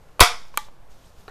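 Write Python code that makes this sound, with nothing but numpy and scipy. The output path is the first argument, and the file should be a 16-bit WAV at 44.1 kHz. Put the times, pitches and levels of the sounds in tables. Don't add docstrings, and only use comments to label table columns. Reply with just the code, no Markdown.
import sys
import numpy as np
from scipy import signal
from scipy.io import wavfile

SR = 44100
rng = np.random.default_rng(int(sys.argv[2]) if len(sys.argv) > 2 else 0)


def put_to_file(sound):
    columns = np.atleast_2d(sound).T
    safe = np.clip(columns, -1, 1)
    whole_steps = np.round(safe * 32767)
    wavfile.write(sys.argv[1], SR, whole_steps.astype(np.int16))


def undo_db(level):
    steps = np.asarray(level, float) / 20
    return 10 ** steps


N = 57330


def at_hz(points, hz, col=1):
    p = np.array(points)
    return np.interp(np.log(hz), np.log(p[:, 0]), p[:, col])


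def rms_one(x):
    return x / np.sqrt(np.mean(x ** 2) + 1e-20)


def drift(rate_hz):
    r = np.exp(-2 * np.pi * rate_hz / SR)
    wander = signal.lfilter([1], [1, -2 * r, r * r], rng.standard_normal(N + SR))
    return rms_one(wander[SR:])


def ring(x, hz, t60):
    r = undo_db(-60 / (t60 * SR))
    w = 2 * np.pi * hz / SR
    return signal.lfilter([0, np.sin(w)], [1, -2 * r * np.cos(w), r * r], x + 1e-18)


def bands():
    edges = 18 * 2 ** np.arange(0, 10, 1 / 3)
    white = rng.standard_normal((2, N + SR))
    out = []
    for k, (low, high) in enumerate(zip(edges, edges[1:])):
        sos = signal.butter(2, [low, high], "band", fs=SR, output="sos")
        out.append((np.sqrt(low * high), signal.sosfilt(sos, white[k % 2])[SR:]))
    return out


def coloured(spectrum, patchy_db, rate_hz):
    shared = drift(rate_hz)
    total = np.zeros(N)
    for hz, noise in bands():
        flicker = 0.4 * shared + drift(rate_hz)
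        total += undo_db(at_hz(spectrum, hz) + patchy_db * flicker) * noise
    return rms_one(total)


def body(contacts, modes, spread_db):
    punch_db, crack_s, detune, room_damping = 14, 0.0011, .03, .3
    direct, send = np.zeros((2, 2 * N))
    n = np.arange(8192)
    for s, db, hard_hz, crack_db, room_db in contacts:
        luck = rng.standard_normal((len(modes), 2))
        grit = rng.standard_normal(len(n))
        r = np.exp(-2 * np.pi * hard_hz / SR)
        click = (1 - r) ** 2 * (1 + n) * r ** n
        crack = undo_db(crack_db) * signal.lfilter([1 - r, r - 1], [1, -r], grit) * np.exp(-n / SR / crack_s)
        punch = undo_db(punch_db) * (1 - r) * (r * r) ** n

        def struck(damping):
            total = np.zeros(len(n))
            for k, ((hz, mode_db, t60), (u, v)) in enumerate(zip(modes, luck)):
                tuned_hz = hz * (1 + detune * spread_db / 3 * v)
                total += undo_db(mode_db + spread_db * u) * (-1) ** k * ring(click, tuned_hz, t60 * damping)
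            return total

        span = slice(int(s * SR), int(s * SR) + len(n))
        direct[span] += undo_db(db) * (struck(1) + crack)
        send[span] += undo_db(db + room_db) * (struck(room_damping) + punch)
    return np.array([direct[:N], send[:N]])


# (frequency [Hz], density [dB per Hz])
HUM_COLOUR = [(14, -4), (40, -11.5), (150, -20), (300, -29), (520, -24), (1000, -28), (3000, -43),
              (14500, -53.5)]


def room_tone():
    hum = undo_db(-52) * coloured(HUM_COLOUR, .7, 6)
    return hum + undo_db(-50) * drift(8)


# (frequency [Hz], decay t60 [s], level [dB])
GARAGE_DECAY = [(276, 0.13, -24), (450, 0.33, -7.5), (1000, 0.23, -0.5), (1700, 0.27, -1.5),
                (2870, 0.23, 2), (5000, 0.28, -2.5), (9000, 0.2, -5.5), (14000, 0.13, -8.5)]


def garage(x):
    gap_s, late_db, late_stretch = 0.0017, -30.5, 3.2
    t = np.arange(N) / SR
    tail = np.zeros(N)
    for hz, noise in bands():
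        if hz > 260:
            t60 = at_hz(GARAGE_DECAY, hz)
            decay = undo_db(-60 * t / t60) + undo_db(late_db - 60 * t / t60 / late_stretch)
            tail += undo_db(at_hz(GARAGE_DECAY, hz, col=2)) * noise * decay
    build_up = 1 - np.exp(-(t / gap_s) ** 2)
    tail = tail * build_up / np.sqrt(np.sum(tail ** 2)) * undo_db(0.5)
    return signal.fftconvolve(x, tail)[:N]


# (time [s], level [dB])
HAND_MOVES = [(0, -70.5), (0.401, -71), (.48, -64), (.52, -73), (.545, -61.5), (.6, -55.5), (.665, -59.5),
              (.7, -76.5), (.885, -77.5), (0.912, -61), (.97, -65), (1.005, -64.5), (1.055, -61.5),
              (1.11, -65), (1.15, -68.5), (1.19, -60), (1.235, -63), (1.3, -65)]
# (frequency [Hz], density [dB per Hz])
RUSTLE_COLOUR = [(800, -29.5), (1500, -7), (3000, 4.5), (7000, 2), (10000, -6.5), (13500, -3.5),
                 (15000, -20)]


def rustle():
    s, db = np.transpose(HAND_MOVES)
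    movement = undo_db(0.5 + np.interp(np.arange(N) / SR, s, db))
    return movement * coloured(RUSTLE_COLOUR, .9, 17)


# (time [s], level [dB], pitch [Hz], decay t60 [s])
TINY_TICKS = [
    (.088, -50, 2800, .005),
    (.483, -49, 6500, .004),
    (.5633, -40, 3400, .003),
    (.905, -54, 7000, .003),
    (1.043, -51, 3100, .015),
    (1.061, -49, 8500, .005),
    (1.217, -53, 3700, .012),
]


def ticks():
    out = np.zeros(N)
    for s, db, hz, t60 in TINY_TICKS:
        click = 1. * (np.arange(N) == int(s * SR))
        out += undo_db(db) * ring(click, hz, t60)
    return out


# (time [s], level [dB], hardness [Hz], crack [dB], room [dB])
STOCK_HITS = [
    (1.2800, -33.5, 6040, -11.5, -34),
    (1.2815, -55.5, 4000, -18, -20),
    (1.2828, -38, 2530, -20, 4),
]
# (frequency [Hz], level [dB], decay t60 [s])
STOCK_MODES = [(433.3, -4, 0.074), (740, -11, .06), (1104, -4.5, 0.023), (1328, -4.5, 0.025),
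               (1657, -4.5, 0.05), (2410, -5.5, 0.014), (2940, -3, .012), (3960, -6, 0.025),
               (4460, -3.5, 0.013)]


def stock_knock():
    return body(STOCK_HITS, STOCK_MODES, 2.3)


# (time [s], level [dB], hardness [Hz], crack [dB], room [dB])
LATCH_HITS = [
    (.5742, -9, 14000, -1, -20.5),
    (.5750, -33, 9000, -21.5, -1),
    (.5758, -23, 7000, -25.5, -17),
    (.5776, -12, 4020, -33, -8.5),
]
# (frequency [Hz], level [dB], decay t60 [s])
LATCH_RING = [(430, -17, .015), (865, -26, .18), (1180, -27, .14), (930, -7, .016), (1250, -3, .015),
              (1560, -8, .014), (2300, -7, .011), (3220, -10, .01), (4300, -10, .007), (6600, -9, .006)]


def latch_click():
    return body(LATCH_HITS, LATCH_RING, 1.0)


# (time [s], level [dB], hardness [Hz], crack [dB], room [dB])
TOUCH_HITS = [
    (.1952, -9, 4000, -11, -22),
    (.1968, -13, 4000, -18, -22),
    (.1984, -21, 4000, -28, -22),
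    (.5402, -38, 3500, -20, -16),
    (.5422, -30, 2000, -30, -16),
    (.5440, -36, 2000, -30, -16),
    (.6855, -34, 1600, -30, -16),
]
# (frequency [Hz], level [dB], decay t60 [s])
TOUCH_RING = [(480, -12, .012), (1050, 0, .012), (1600, -8, .008), (2374, -7, .01), (3000, -9, .01),
              (4400, -17, .01), (7300, -22, .02)]


def light_touches():
    return body(TOUCH_HITS, TOUCH_RING, 0.83)


# (start [s], end [s], click rate [1/s], level [dB], rise [dB])
LINKAGE = (.2029, .2070, 14000, -16, 9)


def rattle():
    start, end, rate, db, rise_db = LINKAGE
    t = np.arange(N) / SR
    clicks = rng.standard_normal(N) * (rng.random(N) < rate / SR)
    clicks = clicks * (t > start) * (t < end)
    clicks = clicks * undo_db(db + rise_db * np.clip((t - end) / (end - start), -1, 0))
    modes = [(4200, 4, .004), (7400, 1.5, .004), (9500, 0, .003), (12500, -8.5, .002)]  # Hz, dB, t60 s
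    return sum(undo_db(mode_db) * ring(clicks, hz, t60) for hz, mode_db, t60 in modes)


# (time [s], depth [dB], rise [s])
DIPS = [
    (0.2089, -1.5, .003),
    (0.2235, -8.5, 0.0029),
]


def sag():
    recovery_s, recovery_db = 0.3, -29
    out = np.zeros(N)
    for s, db, rise in DIPS:
        u = np.maximum(np.arange(N) / SR - s, 0)
        dip = (u / rise) ** 2 * np.exp(2 - 2 * u / rise)
        swing_back = undo_db(recovery_db) * (1 - np.exp(-u / .02)) * np.exp(-u / recovery_s)
        out -= undo_db(db) * (dip - swing_back)
    return out


# (time [s], level [dB], hardness [Hz], crack [dB], room [dB])
LEVER_HITS = [
    (.2066, 10.5, 10000, 1.5, -4),
    (.2085, 5.5, 5900, -4, -16.5),
    (.2112, 4.5, 6200, -4, -13.5),
    (.2145, -3.5, 4200, 1.5, -12.5),
    (.2215, -11.5, 5000, -7.5, -6),
    (.2265, -6, 4000, -4.5, -7),
    (.2375, -11, 6000, -6.5, -5.5),
]
# (frequency [Hz], level [dB], decay t60 [s])
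LEVER_RING = [(470, -33, .25), (718, -28, .25), (430, -9, .014), (1000, -3, .014), (1420, -3, .012),
              (2030, -5, .01), (2410, -5, .012), (3150, -9, .01), (3850, -5, .012), (4700, -7, .008),
              (6200, -9, .006), (8900, -12, .005), (12500, -12, .004)]


def lever_slam():
    return body(LEVER_HITS, LEVER_RING, 2.0)


def scene():
    direct, send = stock_knock() + latch_click() + light_touches() + lever_slam()
    small = rattle() + ticks()
    reflections = garage(send + undo_db(-14) * small)
    mix = room_tone() + reflections + rustle() + small + sag() + direct
    return mix[None]


def band_limit(x):
    return signal.sosfilt(signal.butter(12, 15450, fs=SR, output="sos"), x)


def record(dry):
    clip_top, clip_hard = .99, 12.0
    x = signal.sosfilt(signal.cheby2(10, 30, 14800, fs=SR, output="sos"), dry)
    mix = x / (1 + np.abs(x / clip_top) ** clip_hard) ** (1 / clip_hard)
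    return band_limit(mix)


dry = scene()
out = record(dry)
put_to_file(out)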